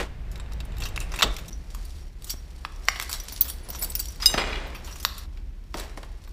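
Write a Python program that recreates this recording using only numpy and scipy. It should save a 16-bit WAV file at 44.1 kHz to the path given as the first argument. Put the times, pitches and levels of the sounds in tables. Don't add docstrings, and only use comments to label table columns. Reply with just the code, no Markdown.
import sys
import numpy as np
from scipy import signal
from scipy.fft import rfft, irfft
from scipy.io import wavfile

SR = 44100
rng = np.random.default_rng(int(sys.argv[2]) if len(sys.argv) > 2 else 0)


def file_out(sig):
    cols = np.atleast_2d(sig).T
    lim = np.clip(cols, -1, 1)
    pcm = np.round(lim * 32767).astype(np.int16)
    wavfile.write(sys.argv[1], SR, pcm)


def boost_factor(decibels):
    exponent = np.asarray(decibels, float) / 20
    return 10 ** exponent


N = 279053


def rms_one(x):
    return x / np.sqrt(np.mean(x ** 2) + 1e-20)


def in_time(rows):
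    seconds, *columns = np.transpose(rows)
    return [np.interp(np.arange(N) / SR, seconds, column) for column in columns]


def at_door():
    return np.arange(N) < PLACES[0][1] * SR


def coloured(x, spectrum):
    hz, db = np.transpose(spectrum)
    grid = np.maximum(np.arange(N // 2 + 1) * SR / N, 1)
    gain = boost_factor(np.interp(np.log(grid), np.log(hz), db))
    return rms_one(irfft(rfft(x) * gain, N))


def band(x, low_hz, high_hz):
    return signal.sosfilt(signal.butter(2, [low_hz, high_hz], "band", fs=SR, output="sos"), x)


def grains(spread_db):
    sizes = boost_factor(spread_db * np.minimum(rng.exponential(1, N), 6))
    return rms_one(sizes * rng.choice([-1, 1], N))


def ring(clicks, hz, t60):
    r, w = boost_factor(-60 / (t60 * SR)), 2 * np.pi * hz / SR
    return signal.lfilter([0, np.sin(w)], [1, -2 * r * np.cos(w), r * r], clicks + 1e-18)


def hollow(x, peaks):
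    out = x
    for hz, width, db in peaks:
        r = np.exp(-np.pi * width / SR)
        poles = [1, -2 * r * np.cos(2 * np.pi * hz / SR), r * r]
        out = out + boost_factor(db) * signal.lfilter([(1 - r * r) / 2, 0, (r * r - 1) / 2], poles, x)
    return out


def bursts(rows, gains_db, rise):
    t, shape = np.arange(SR // 2) / SR, np.zeros((gains_db.shape[1], N + SR))
    for (start, t60), db in zip(rows, gains_db):
        swell = 1 - np.exp(-t / (rise * t60))
        fall = boost_factor(-60 * (t / t60) ** 1.1) * swell
        shape[:, round(start * SR):][:, :len(t)] += boost_factor(db)[:, None] * fall / fall.max()
    return shape[:, :N]


# (time [s], level [dB])
RUMBLE_LEVEL = [(0, -33.5), (.85, -30.5), (1.5, -34), (2.3, -38.5), (4.2, -35.5), (4.5, -33), (5.4, -37),
                (6.33, -39)]
# (frequency [Hz], relative density [dB per Hz])
DOOR_RUMBLE = [(12, -8), (28, 0), (55, 1), (80, -11.5), (180, -19), (300, -32.5), (500, -63)]
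# (frequency [Hz], relative density [dB per Hz])
PASSAGE_RUMBLE = [(15, -25), (35, 4), (50, -6), (65, -2.5), (95, -19.5), (130, -20.5), (170, -24),
                  (330, -33.5), (500, -63.5)]
# (frequency [Hz], relative density [dB per Hz])
HUSH = [(71, -16.5), (120, -3.5), (177, -9.5), (282, -19), (332, 8.5), (509, -11.5), (5170, -16.5),
        (11900, -41), (15500, -30.5)]
HUSH_DB = -62.5


def street():
    rumble_db, = in_time(RUMBLE_LEVEL)
    traffic = rng.standard_normal(N)
    rumble = np.where(at_door(), coloured(traffic, DOOR_RUMBLE), coloured(traffic, PASSAGE_RUMBLE))
    hush = coloured(rng.standard_normal(N), HUSH)
    return boost_factor(rumble_db) * rumble + boost_factor(HUSH_DB) * hush


def busy():
    reach_s = 0.047
    moments = np.arange(0, N / SR, 1 / 1000)
    near = sum(np.exp(-.5 * ((moments - row[0]) / reach_s) ** 2) for row in TURNS + CLINKS + KNOCKS)
    return np.interp(np.arange(N) / SR, moments, near)


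# (time [s], dull level [dB], bright level [dB])
RUSTLE = [(0.0, -25.5, -35.5), (.082, -49, -66), (.185, -55, -99), (1.3, -49, -64), (1.529, -56.5, -63),
          (2.01, -57.5, -55), (2.14, -64, -73.5), (2.36, -59, -62), (2.908, -56, -62.5),
          (3.3, -55.5, -58.5), (3.634, -53.5, -64.5), (3.84, -56, -59.5), (4.188, -60, -72.5),
          (4.4, -33.5, -67.5), (4.56, -37, -69), (4.949, -57.5, -63.5), (5.238, -55.5, -54.5),
          (5.273, -60.5, -73.5), (5.72, -66, -72.5), (5.8, -41, -47.5), (5.961, -56, -66),
          (6.326, -62, -68)]
# (frequency [Hz], relative density [dB per Hz])
DULL = [(88, -23.5), (150, -2), (385, 7), (713, 4), (861, 3), (1280, -1), (2100, -0.5), (9000, -23.5),
        (11700, -48), (19800, -120)]
# (frequency [Hz], relative density [dB per Hz])
BRIGHT = [(1500, -16.5), (3000, -1.5), (4700, 1), (5800, -0.5), (6800, -1.5), (9000, -4.5), (15500, -12.5)]


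def rustle():
    (dull_db, bright_db), crowd = in_time(RUSTLE), busy()
    dull_db, bright_db = dull_db + 1 * crowd, bright_db + 3.5 * crowd
    knocks = (rng.random(N) < 90 / SR) * boost_factor(7.2 * rng.exponential(1, N).clip(0, 3))
    rattles = rms_one(2.9 + signal.lfilter([1], [1, -np.exp(-1 / (.004 * SR))], knocks))
    dull = coloured(grains(spread_db=4.0), DULL)
    bright = coloured(grains(spread_db=5.0) * rattles, BRIGHT)
    return boost_factor(dull_db) * dull, boost_factor(bright_db) * bright


# (time [s], level [dB], t60 [s])
THUDS = [(1.235, -28.5, 0.22), (2.333, -49, 0.042), (3.683, -47, 0.21), (3.81, -43.5, 0.56),
         (4.342, -21.5, 0.056), (4.375, -29, 0.16), (5.742, -33, 0.14), (5.974, -38.5, 0.083),
         (6.031, -44, 0.077)]


def thuds():
    rows = np.array(THUDS)
    noise = rms_one(band(rng.standard_normal(N), 110, 900))
    return noise * bursts(rows[:, [0, 2]], rows[:, [1]], rise=0.0054)[0]


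# (time [s], level [dB], t60 [s])
SHUDDERS = [(4.375, -29.5, 0.73), (4.53, -32.5, 0.15)]
# (frequency [Hz], relative level [dB])
TUBES = [(1500, -2), (2055, -1), (2400, 0), (2872, -2), (3323, -2), (3900, -8)]


def frame():
    rows = np.array(SHUDDERS)
    touch = grains(spread_db=7.0)
    tubes = rms_one(sum(boost_factor(db) * ring(touch, hz, t60=.016) for hz, db in TUBES))
    return tubes * bursts(rows[:, [0, 2]], rows[:, [1]], rise=0.0027)[0]


# (time [s], level [dB], dulling above 5 kHz [dB per kHz])
CLANKS = [(4.2223, -24, 1.5), (4.259, -5, 0.2)]
# (frequency [Hz], level relative to the blow [dB], t60 [s])
LINK_MODES = [(2060, -24, .04), (2880, -20, .2), (3806, -12, .23), (4996, 2, .066), (5000, -29, .14),
              (6180, -13, .13), (6192, -26, .4), (7477, -19, .35), (8312, -38, .2), (9087, -13, .09),
              (9216, -21, .22), (10470, -32, .36), (12050, -16, .05), (12030, -32, .28), (13750, -17, .03),
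              (14480, -16, .066)]


def link():
    blows, out = np.array(CLANKS), np.zeros(N)
    luck_db = rng.normal(0, 1, (len(blows), len(LINK_MODES)))
    for k, (hz, db, t60) in enumerate(LINK_MODES):
        dulling_db = blows[:, 2] * max(hz / 1000 - 5, 0)
        clicks = np.zeros(N)
        clicks[(blows[:, 0] * SR).astype(int)] = boost_factor(blows[:, 1] + db + luck_db[:, k] - dulling_db)
        out += ring(clicks, hz, t60)
    tremble_db = 1 * rms_one(band(rng.standard_normal(N), 43, 190))
    return band(out, 2000, 19000) * boost_factor(tremble_db)


# (time [s], level before the tremble [dB], nearest mode [Hz])
PINGS = [(1.529, -39, 5830), (2.296, -26, 4670), (3.199, -29, 5830), (3.236, -40, 12640),
         (3.325, -30, 14950), (3.329, -42.5, 10530), (3.409, -7.5, 14950), (3.41, -17, 12640),
         (3.411, -22, 11250), (3.410, -34.5, 14060), (3.413, -29, 6233), (3.634, -49, 10530),
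         (3.701, -26, 14500), (3.752, -40, 11890), (3.79, -27.5, 14500), (3.79, -34, 9700),
         (3.813, -27, 12640), (3.823, -25.5, 11250), (3.824, -41.5, 7960), (3.826, -23.5, 14950),
         (3.836, -18, 14500), (3.899, -37, 7960), (3.91, -40.5, 14060), (3.952, -16, 14500),
         (3.956, -36, 9700), (3.994, -32.5, 7960), (3.76, -56.5, 5620), (3.997, -41, 5620),
         (3.996, -27.5, 4670), (3.999, -19, 14500), (4.085, -30, 5830), (4.668, -51.5, 14060),
         (5.05, -36, 11890)]
# (frequency [Hz], relative level when brushed [dB], t60 when struck alone [s])
KEY_MODES = [(4670, -31, .05), (5620, -28, .25), (5830, -28, .06), (6233, -36, .08), (7360, -38, .08),
             (7960, -34, .09), (9700, -38, .14), (10530, -37, .18), (11250, -34, .06), (11890, -37, .17),
             (12640, -35, .05), (13680, -36, .05), (14060, -35, .07), (14500, -30, .04), (14950, -33, .05)]


def pings():
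    out, t = np.zeros(N + SR), np.arange(SR // 2) / SR
    tremble = boost_factor(4 * rms_one(band(rng.standard_normal(N + SR), 30, 250)))
    for start, db, hz in PINGS:
        mode_hz, _, t60 = min(KEY_MODES, key=lambda mode: abs(mode[0] - hz))
        fade = boost_factor(db - 60 * t / t60) * (1 - np.exp(-t / 0.00029))
        out[round(start * SR):][:len(t)] += fade * np.sin(2 * np.pi * mode_hz * t)
    return (out * tremble)[:N]


def shimmer(touches):
    out, free = 0, np.where(at_door(), .3, 1)
    for hz, db, _ in KEY_MODES:
        loose = np.repeat(boost_factor(rng.normal(db, 4.5, N // 1100 + 1)), 1100)[:N]
        out = out + ring(touches * free * loose, hz, t60=.045)
    return boost_factor(-5) * out


def parts(x, times, scatter_db):
    width_hz = 320
    order = np.argsort(times)
    latest = order[np.maximum(np.searchsorted(times[order] * SR, np.arange(N)) - 1, 0)]
    centres = np.geomspace(2200, 14000, 14)
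    luck_db = rng.normal(0, 1, (len(times), len(centres))).clip(-3, 2) * scatter_db[:, None]
    luck = boost_factor(luck_db)
    luck = luck / np.sqrt(np.mean(luck ** 2, axis=1, keepdims=True))
    out = x
    for k, hz in enumerate(centres):
        stirred = x * (luck[latest, k] - 1)
        out = out + hollow(stirred, [(hz, width_hz * np.sqrt(hz / 2000), 0)]) - stirred
    return out


# (time [s], level [dB], treble over bass [dB], chatter t60 [s])
TURNS = [(0.315, -54, 16, 0.093), (.357, -42.5, -6, 0.039), (0.377, -55, 10, .02),
         (0.398, -42.5, -19.5, 0.046), (.461, -53, -12, .02), (0.5204, -49.5, -27, 0.037),
         (0.5343, -50, 24, .017), (0.6037, -38, -0.5, 0.034), (0.651, -60, 33, 0.037),
         (0.721, -50.5, -23, 0.019), (0.7693, -48, 3.5, 0.014), (0.7833, -44, 13, 0.017),
         (0.8022, -41.5, 8.5, 0.077), (0.8204, -36.5, -4, 0.071), (.836, -40, 11.5, 0.048),
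         (0.8535, -33.5, -1.5, 0.096), (0.887, -48.5, 18, 0.029), (0.9611, -34.5, 0.5, 0.041),
         (0.9766, -32.5, -10, 0.017), (0.992, -48, 0.5, 0.03), (1.003, -34, 14, 0.016),
         (1.01, -39, -1, 0.14), (1.1187, -34.5, -8, 0.046), (1.139, -32, -10.5, 0.058),
         (1.1598, -35, 3, 0.043), (1.177, -42, -5, 0.015), (1.189, -28.5, -7, 0.12),
         (1.21, -35, -29.5, 0.02), (1.222, -15, -9.5, 0.023), (1.2268, -14, -8, 0.055),
         (1.341, -48.5, 10, 0.037), (1.3654, -35.5, 8, 0.031), (1.3849, -39, -2, 0.067),
         (1.457, -54.5, 14, 0.044), (1.4814, -47, 25, 0.073)]
# (time [s], level [dB], treble over bass [dB], chatter t60 [s])
CLINKS = [(1.7481, -36.5, 3.5, 0.012), (1.8524, -65, 53, 0.018), (2.2222, -48.5, 17, 0.01),
          (2.2438, -46.5, 25, 0.019), (2.268, -49, 10, 0.38), (2.298, -42, 28, 0.037),
          (2.303, -38.5, 22.5, 0.047), (2.853, -58, 27, 0.022), (2.959, -38, -6, 0.06),
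          (2.9987, -22, 2.5, 0.008), (3.0126, -34, 1.5, 0.031), (3.0233, -32.5, 4.5, 0.05),
          (3.0942, -34, 3, 0.054), (3.1138, -37.5, 15, 0.035), (3.1291, -26, 13, 0.011),
          (3.136, -34.5, 5, 0.11), (3.2, -41.5, 14.5, .03), (3.2836, -41.5, 10, 0.028),
          (3.31, -52.5, 8, 0.017), (3.3222, -40, 12.5, 0.039), (3.366, -61.5, 8, 0.019),
          (3.41, -37, 20, 0.073), (3.452, -42, 1, 0.12), (3.4813, -45, 24.5, 0.16),
          (3.4992, -35, 14, 0.023), (3.688, -46, 26, 0.022), (3.703, -45, 19.5, 0.023),
          (3.73, -44.5, 4, 0.052), (3.7492, -40, 0, 0.056), (3.7866, -52, 5, 0.016),
          (3.823, -34, 17.5, 0.05), (3.835, -42, 8, .025), (3.845, -41.5, 31, .03),
          (3.902, -47.5, 41, 0.021), (3.952, -35.5, 22.5, 0.049), (3.9929, -38, 16, 0.036),
          (4.002, -41, 24, 0.036), (4.056, -43.5, 24.5, 0.019), (4.104, -54, 23.5, 0.049),
          (4.121, -49, 14.5, .02), (4.084, -48.5, 27.5, 0.017), (4.159, -48, 8.5, 0.013),
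          (4.217, -45, 3.5, 0.013), (4.313, -42, 17.5, 0.027), (4.67, -59.5, 21.5, 0.02),
          (4.7475, -42.5, -3, 0.14), (4.845, -49.5, 7, 0.2), (4.875, -46, -8.5, 0.11),
          (4.909, -49.5, 0, 0.14), (4.957, -43.5, 5.5, 0.051), (5.0, -42, 9.5, 0.049),
          (5.0277, -45.5, 17, 0.079), (5.18, -48, 29.5, 0.062), (5.7983, -37.5, 9, 0.019),
          (6.275, -48.5, -8.5, 0.035)]
# (time [s], level [dB], treble over bass [dB], chatter t60 [s])
KNOCKS = [(2.6497, -30, -16, 0.022), (2.878, -41.5, -9, 0.048), (2.8852, -11.5, -11, 0.01),
          (4.201, -41, -5, 0.11), (4.226, -31.5, -4.5, 0.13), (4.257, -40, 40, 0.0078),
          (4.298, -39, -26, 0.033), (4.3404, -26.5, -11, 0.042), (4.3788, -24, -17.5, 0.075),
          (5.0498, -13, -6, 0.012), (5.3727, -51, -10, 0.046), (5.7423, -30.5, -11.5, 0.016),
          (5.7476, -48.5, -3, 0.084), (5.974, -54.5, -38, 0.052), (6.031, -46.5, -23.5, 0.027)]
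# (turns [dB], clinks [dB], knocks [dB])
MIDDLE_DB = [6, 3, 6]
# (turns [dB], clinks [dB], knocks [dB])
PARTS_SCATTER_DB = [6, 6, 1]
# (frequency [Hz], width [Hz], level [dB])
DOOR_LOCK = [(1150, 400, 0), (2670, 170, 3), (3780, 170, 6), (7500, 300, 4)]
# (frequency [Hz], width [Hz], level [dB])
BIKE_LOCK = [(667, 190, -9.5), (1080, 360, 5.5), (3350, 70, -8), (3860, 27, -18.5)]


def contacts():
    touch, rows = grains(spread_db=2.5), np.array(TURNS + CLINKS + KNOCKS)
    kinds = [len(TURNS), len(CLINKS), len(KNOCKS)]
    above = np.repeat(MIDDLE_DB, kinds)
    db, tilt = rows[:, 1], rows[:, 2] / 2
    levels_db = np.transpose([db - above - tilt, db, db - above + tilt])
    crack_db, crack_s = -1.5, 0.0029
    cracks = np.transpose([rows[:, 0], np.full(len(rows), crack_s)])
    chatter_shape = bursts(rows[:, [0, 3]], levels_db, rise=0.0027)
    shape = chatter_shape + bursts(cracks, levels_db + crack_db, rise=0.0083)
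    edges = [(650, 8170), (2500, 7300), (7500, 20650)]
    low, mid, high = (band(touch * e, *hz) / np.std(band(touch, *hz)) for e, hz in zip(shape, edges))
    plain, door = low - mid, at_door()
    body = hollow(plain * door, DOOR_LOCK) + hollow(plain * ~door, BIKE_LOCK)
    return parts(band(body, 390, 17000) + high, rows[:, 0], np.repeat(PARTS_SCATTER_DB, kinds))


def room(x, t60):
    t, echoes = np.arange(SR) / SR, 0
    for hz in 300 * 2.0 ** np.arange(6):
        dying = boost_factor(-60 * t / t60 * (1 + (hz / 5000) ** 1.3))
        echoes = echoes + band(rng.standard_normal(SR), hz, min(2 * hz, 18000)) * dying
    echoes = echoes * np.clip(t / 0.0016, 0, 1)
    return signal.fftconvolve(x, echoes / np.sqrt(np.sum(echoes ** 2)))[:N]


# (start time [s], end time [s])
PLACES = [(0, 1.498), (1.507, 2.34), (2.342, 5.258), (5.258, 6.4)]
# (level [dB], t60 in the low mids [s])
ROOMS = [(-17.5, 0.68), (-10, 0.43), (-14, 0.94), (-12, 0.78)]


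def scene():
    (dull, bright), touches = rustle(), contacts()
    ringing = shimmer(touches + .5 * bright) + pings() + link()
    metal = touches + ringing + thuds() + frame()
    ground, t, out = dull + bright + street(), np.arange(N) / SR, np.zeros(N)
    for (start, end), (room_db, t60) in zip(PLACES, ROOMS):
        here = (t >= start) & (t < end)
        out += here * (metal + ground + boost_factor(room_db) * room(metal * here, t60))
    return out[None]


def roll_off(x):
    return signal.sosfilt(signal.butter(12, 16300, fs=SR, output="sos"), x)


def record(dry):
    mix = signal.sosfilt(signal.cheby2(12, 35, 15500, fs=SR, output="sos"), dry)
    return roll_off(mix)


dry = scene()
out = record(dry)
file_out(out)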